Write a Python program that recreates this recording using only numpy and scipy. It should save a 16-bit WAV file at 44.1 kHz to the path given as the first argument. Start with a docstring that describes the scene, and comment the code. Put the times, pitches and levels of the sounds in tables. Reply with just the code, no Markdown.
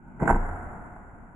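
"""A bow is shot in a quiet wood, heard from just behind the archer; the whole sound is deep and dull.
First the string scrapes off the fingers and the bow's limbs (its bendy arms) lurch forward.
The arrow clacks along the bow, the string slaps home, and limbs and string swing on.
Then tree trunks scatter the shot into a long tail, in which one faint far knock is heard.
A thin hiss rides on the shot, and moving air rumbles softly from start to end."""
import sys
import numpy as np
from scipy import signal
from scipy.fft import rfft, irfft
from scipy.io import wavfile
from scipy.ndimage import uniform_filter1d

SR = 44100
rng = np.random.default_rng(int(sys.argv[2]) if len(sys.argv) > 2 else 0)


def bounce(signal):
    """Save signal as a 16-bit WAV file at the path given by the first command-line argument."""
    frames = np.transpose(np.atleast_2d(signal))
    limited = np.clip(frames, -1, 1)
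    pcm = np.round(limited * 32767).astype(np.int16)
    wavfile.write(sys.argv[1], SR, pcm)


N = 59535

# Hits on the bow: start_s, thump_db, knock_db, clack_db, contact_s
BOW_HITS = [(0.2007, -38, -34, -31, 0.0009), (0.208, -21, -22, -30, 0.004), (0.2222, -9, -17, -34, 0.003),
            (0.2298, -12, -15, -27, 0.003), (0.2598, -21, -22, -39, 0.0013), (0.2748, -18, -13, -17, 0.002),
            (0.2775, -20, -18, -13, 0.0005), (0.2835, -22, -14, -28, 0.002), (0.2921, -15, -8, -9, 0.0025),
            (0.3009, -32, -2, -24, 0.002), (0.307, -16, -12, -16, 0.002), (0.3098, -15, -34, -20, 0.0005),
            (0.326, -23, -18, -29, 0.0005), (0.3439, -20, -22, -25, 0.0015),
            (0.3584, -20, -12, -30, 0.0038)]
# The grip's low (thump), middle (knock) and high (clack) tones; the middle tones together make one broad, short
# ring near 850 Hz: pitch_hz, level_db, ring_s
THUMP_TONES = [(188, -1, .06), (210, -5, .07), (265, -10, .05), (350, -3, .04), (435, -6, .045)]
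KNOCK_TONES = [(685, -8, .04), (805, -4, .035), (935, -3, .035), (1010, -12, .025)]
CLACK_TONES = [(1340, -8, .03), (1440, -5, .03), (1530, -5, .035), (2000, -18, .035)]


def bow_hits():
    """Each hit from the arrow or string makes the bow's grip ring and gives a short, noisy crack."""
    trim_db, crack_db, crack_fade_s = -0.5, -15.5, 0.012
    ringing, cracks = np.zeros((2, N)), np.zeros(N)
    for start_s, thump_db, knock_db, clack_db, contact_s in BOW_HITS:
        groups = ((THUMP_TONES, thump_db, -0.84, 0.00002),
                  (KNOCK_TONES, knock_db, -0.7, 0.00001),
                  (CLACK_TONES, clack_db, -11, -0.00013))
        for tones, level_db, left_minus_right_db, right_delay_s in groups:
            for ear, side in enumerate((1, -1)):  # left, then right
                gain = gain_of(level_db + trim_db + side * left_minus_right_db / 2)
                ringing[ear] += gain * ring(tones, start_s - side * right_delay_s / 2, contact_s)
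        t = since(start_s)
        cracks += gain_of(clack_db) * (1 - np.exp(-t / contact_s)) * np.exp(-t / crack_fade_s)
    return ringing + gain_of(crack_db) * cracks * stereo_noise()


# The limbs' lurch, the swing of limbs and string, the bow's faint ring: pitch_hz, level_db, ring_s
LURCH_TONES = [(52, -21, .2)]
SWING_TONES = [(26.5, -14, 0.64), (54.8, -19.5, .3), (187, -38.5, 0.95)]
AFTER_RING_TONES = [(722, -41.5, 2.7), (950, -46, 1.8), (262.7, -35.5, 0.62)]


def limbs_and_string():
    """The limbs lurch when let go and flap when the string snaps straight; bow and string ring on."""
    release_s, straight_s, push_s = 0.208, 0.303, 0.0082
    lurch = ring(LURCH_TONES, release_s, push_s)
    swing = ring(SWING_TONES + AFTER_RING_TONES, straight_s, push_s)
    hum_hz, hum_db, hum_ring_s = 84, -27, 1.4
    string_hum = ring([(hum_hz, hum_db, hum_ring_s)], straight_s, rise_s=0.09)
    return lurch + swing + string_hum


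# Tone colour of the string sliding off the fingers: pitch_hz, level_db
SCRAPE_COLOUR = [(60, -14), (110, -8), (200, 1), (370, 0), (460, -12), (560, -21), (640, -5), (850, -3),
                 (1020, -13), (1170, -27), (1480, -11), (1750, -27), (2000, -14), (2400, -23), (3200, -24)]


def string_scrape():
    """The string rubs unevenly over the fingers, and the arrow over its rest."""
    start_s, rise_s, end_s, fade_s = 0.18, 0.04, 0.312, 0.035
    level = np.minimum(since(start_s) / rise_s, 1) ** 2 * np.exp(-since(end_s) / fade_s)
    rubbing = flicker(depth=0.3, samples=90)
    return gain_of(-28.5) * level * normalise(colour(stereo_noise() * rubbing, SCRAPE_COLOUR))


# Tone colour of the near echoes: pitch_hz, level_db
ECHO_COLOUR = [(60, -8), (150, -6), (300, 0), (430, 0), (550, -6), (850, -2), (1150, -4), (1450, -1),
               (1750, -4), (2100, 2), (3000, 0)]


def near_echoes(shot):
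    """The shot bounces quickly off the ground and the nearest trunks."""
    fade = rise_and_fade(start_s=0, rise_s=0.02, ring_s=0.45)
    echoes = colour(stereo_noise() * normalise(fade) / np.sqrt(N), ECHO_COLOUR)
    return gain_of(-11) * signal.fftconvolve(shot * np.ones((2, 1)), echoes, axes=1)[:, :N]


# Tone colour of the long tail: pitch_hz, level_db
TAIL_COLOUR = [(60, 4.5), (120, -6.5), (250, -6.5), (400, -9), (550, -10), (700, -3.5), (900, -4.5),
               (1200, -10), (1450, -5.5), (1800, -16), (2050, -17), (2400, -28), (3200, -24.5)]


def far_echoes(shot):
    """The shot's energy comes back from many far trunks as a grainy, slowly fading wash."""
    fade = rise_and_fade(start_s=0, rise_s=0.041, ring_s=2.72) ** 2
    energy = np.abs(signal.fftconvolve(shot ** 2, fade / fade.sum())[:N])
    trunks = flicker(depth=0.12, samples=200)
    return gain_of(-9) * np.sqrt(energy) * normalise(colour(stereo_noise() * trunks, TAIL_COLOUR))


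# A knock far away: start_s, level_db
FAR_KNOCK = [(0.9635, -39)]


def far_knock():
    """A faint, dull knock, probably the arrow landing; it borrows the grip's tones."""
    groups = ((KNOCK_TONES, 0), (CLACK_TONES, -11), (THUMP_TONES, -5))
    return sum(gain_of(level_db + share_db) * ring(tones, start_s, rise_s=0.00019)
               for start_s, level_db in FAR_KNOCK for tones, share_db in groups)


# Tone colour of the faint hiss: pitch_hz, level_db
HISS_COLOUR = [(3500, -57), (5200, -37), (6300, -15.5), (7400, -1.5), (8100, -11.5), (8700, -42),
               (9700, -6.5), (10500, -7.5), (11500, -28.5), (14000, -50)]


def hiss(sound):
    """A thin, high hiss grows and fades with the middle pitches of the sound."""
    middle = keep_band(sound, "bandpass", [900, 2500], order=2)
    follow_s = 0.0091
    power = uniform_filter1d(np.mean(middle ** 2, axis=0), int(follow_s * SR))
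    return gain_of(-27) * np.sqrt(np.abs(power)) * normalise(colour(stereo_noise(), HISS_COLOUR))


# Tone colour of the wood's low murmur: pitch_hz, level_db
MURMUR_COLOUR = [(20, -4.5), (45, 1.5), (90, -3.5), (170, 2), (280, -4.5), (500, -20), (700, -15.5),
                 (920, -10.5), (1170, -26), (1480, -10.5), (1800, -35.5), (2050, -27.5), (3200, -28.5)]
# How loud the murmur and the rumble are as time passes: time_s, level_db
MURMUR_LEVELS = [(0, -51.5), (0.059, -47), (0.16, -44.5), (0.851, -45.5), (1.1, -52), (1.2, -47.5),
                 (1.35, -50)]
RUMBLE_LEVELS = [(0, -52), (0.85, -52), (1.1, -60), (1.2, -52), (1.35, -56)]


def woodland_air():
    """The wood murmurs quietly over a deep rumble of moving air."""
    rumble = normalise(keep_band(rng.standard_normal(N), "lowpass", edge_hz=23, order=3))
    murmur = normalise(colour(stereo_noise(), MURMUR_COLOUR))
    return gain_curve(MURMUR_LEVELS) * murmur + gain_curve(RUMBLE_LEVELS) * rumble


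# How strong the left-right difference is next to what both ears share: pitch_hz, level_db
STEREO_WIDTH = [(50, -15), (150, -7), (400, -8), (750, -10.5), (1150, -2), (1700, 0.5), (3000, -2.5),
                (10000, -1.5)]


def stereo_noise():
    """Noise for two ears, alike in the low pitches and unrelated in the high ones."""
    shared, difference = rng.standard_normal((2, N))
    ears = shared + colour(difference, STEREO_WIDTH) * np.array([[1], [-1]])
    even_out = [(hz, -10 * np.log10(1 + gain_of(db) ** 2)) for hz, db in STEREO_WIDTH]
    return colour(ears, even_out)


def ring(tones, start_s, rise_s):
    """Fading tones set going by a push that lasts about rise_s."""
    t = since(start_s)
    return sum(gain_of(db) * np.sin(2 * np.pi * hz * t) * rise_and_fade(start_s, rise_s, ring_s)
               for hz, db, ring_s in tones)


def rise_and_fade(start_s, rise_s, ring_s):
    """A level that swells, then drops by 60 dB every ring_s."""
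    t = since(start_s)
    return (1 - np.exp(-t / rise_s)) * np.exp(-np.log(1000) * t / ring_s)


def flicker(depth, samples):
    """A level that wobbles at random around 1; more samples make it slower."""
    return np.exp(depth * normalise(uniform_filter1d(rng.standard_normal(N), size=samples)))


def colour(x, points):
    """Turn each pitch up or down along a curve of (pitch_hz, level_db) points."""
    hz, db = np.array(points, float).T
    pitches = np.maximum(np.fft.rfftfreq(2 * N, 1 / SR), 1)
    gains = gain_of(np.interp(np.log(pitches), np.log(hz), db))
    return irfft(rfft(x, 2 * N) * gains)[..., :N]


def keep_band(x, kind, edge_hz, order):
    """Keep the low, middle or high pitches; a higher order cuts more steeply."""
    return signal.sosfilt(signal.butter(order, edge_hz, kind, fs=SR, output="sos"), x)


def gain_of(db):
    """Turn decibels into a number to multiply by."""
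    return 10 ** (np.asarray(db) / 20)


def gain_curve(points):
    """A gain that glides through (time_s, level_db) points."""
    return gain_of(np.interp(since(0), *np.array(points).T))


def normalise(x):
    """Scale to an average power of 1."""
    return x / np.sqrt(np.mean(x ** 2))


def since(start_s):
    """Seconds since a moment, zero before it."""
    return np.maximum(np.arange(N) / SR - start_s, 0)


def scene():
    """The shot, its echoes and the air are dulled together, then the hiss goes on top."""
    shot = bow_hits() + string_scrape() + far_knock()
    mono = shot.mean(axis=0)
    sound = shot + near_echoes(mono) + far_echoes(mono) + limbs_and_string() + woodland_air()
    dull = keep_band(sound, "lowpass", edge_hz=2216, order=8)
    return dull + hiss(dull)


def record(dry):
    """The microphone loses the deepest rumble and the very highest pitches."""
    dry = keep_band(dry, "highpass", edge_hz=14, order=2)
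    top_hz = 15800
    return signal.sosfilt(signal.ellip(8, 0.2, 70, top_hz, fs=SR, output="sos"), dry)


dry = scene()
out = record(dry)
bounce(out)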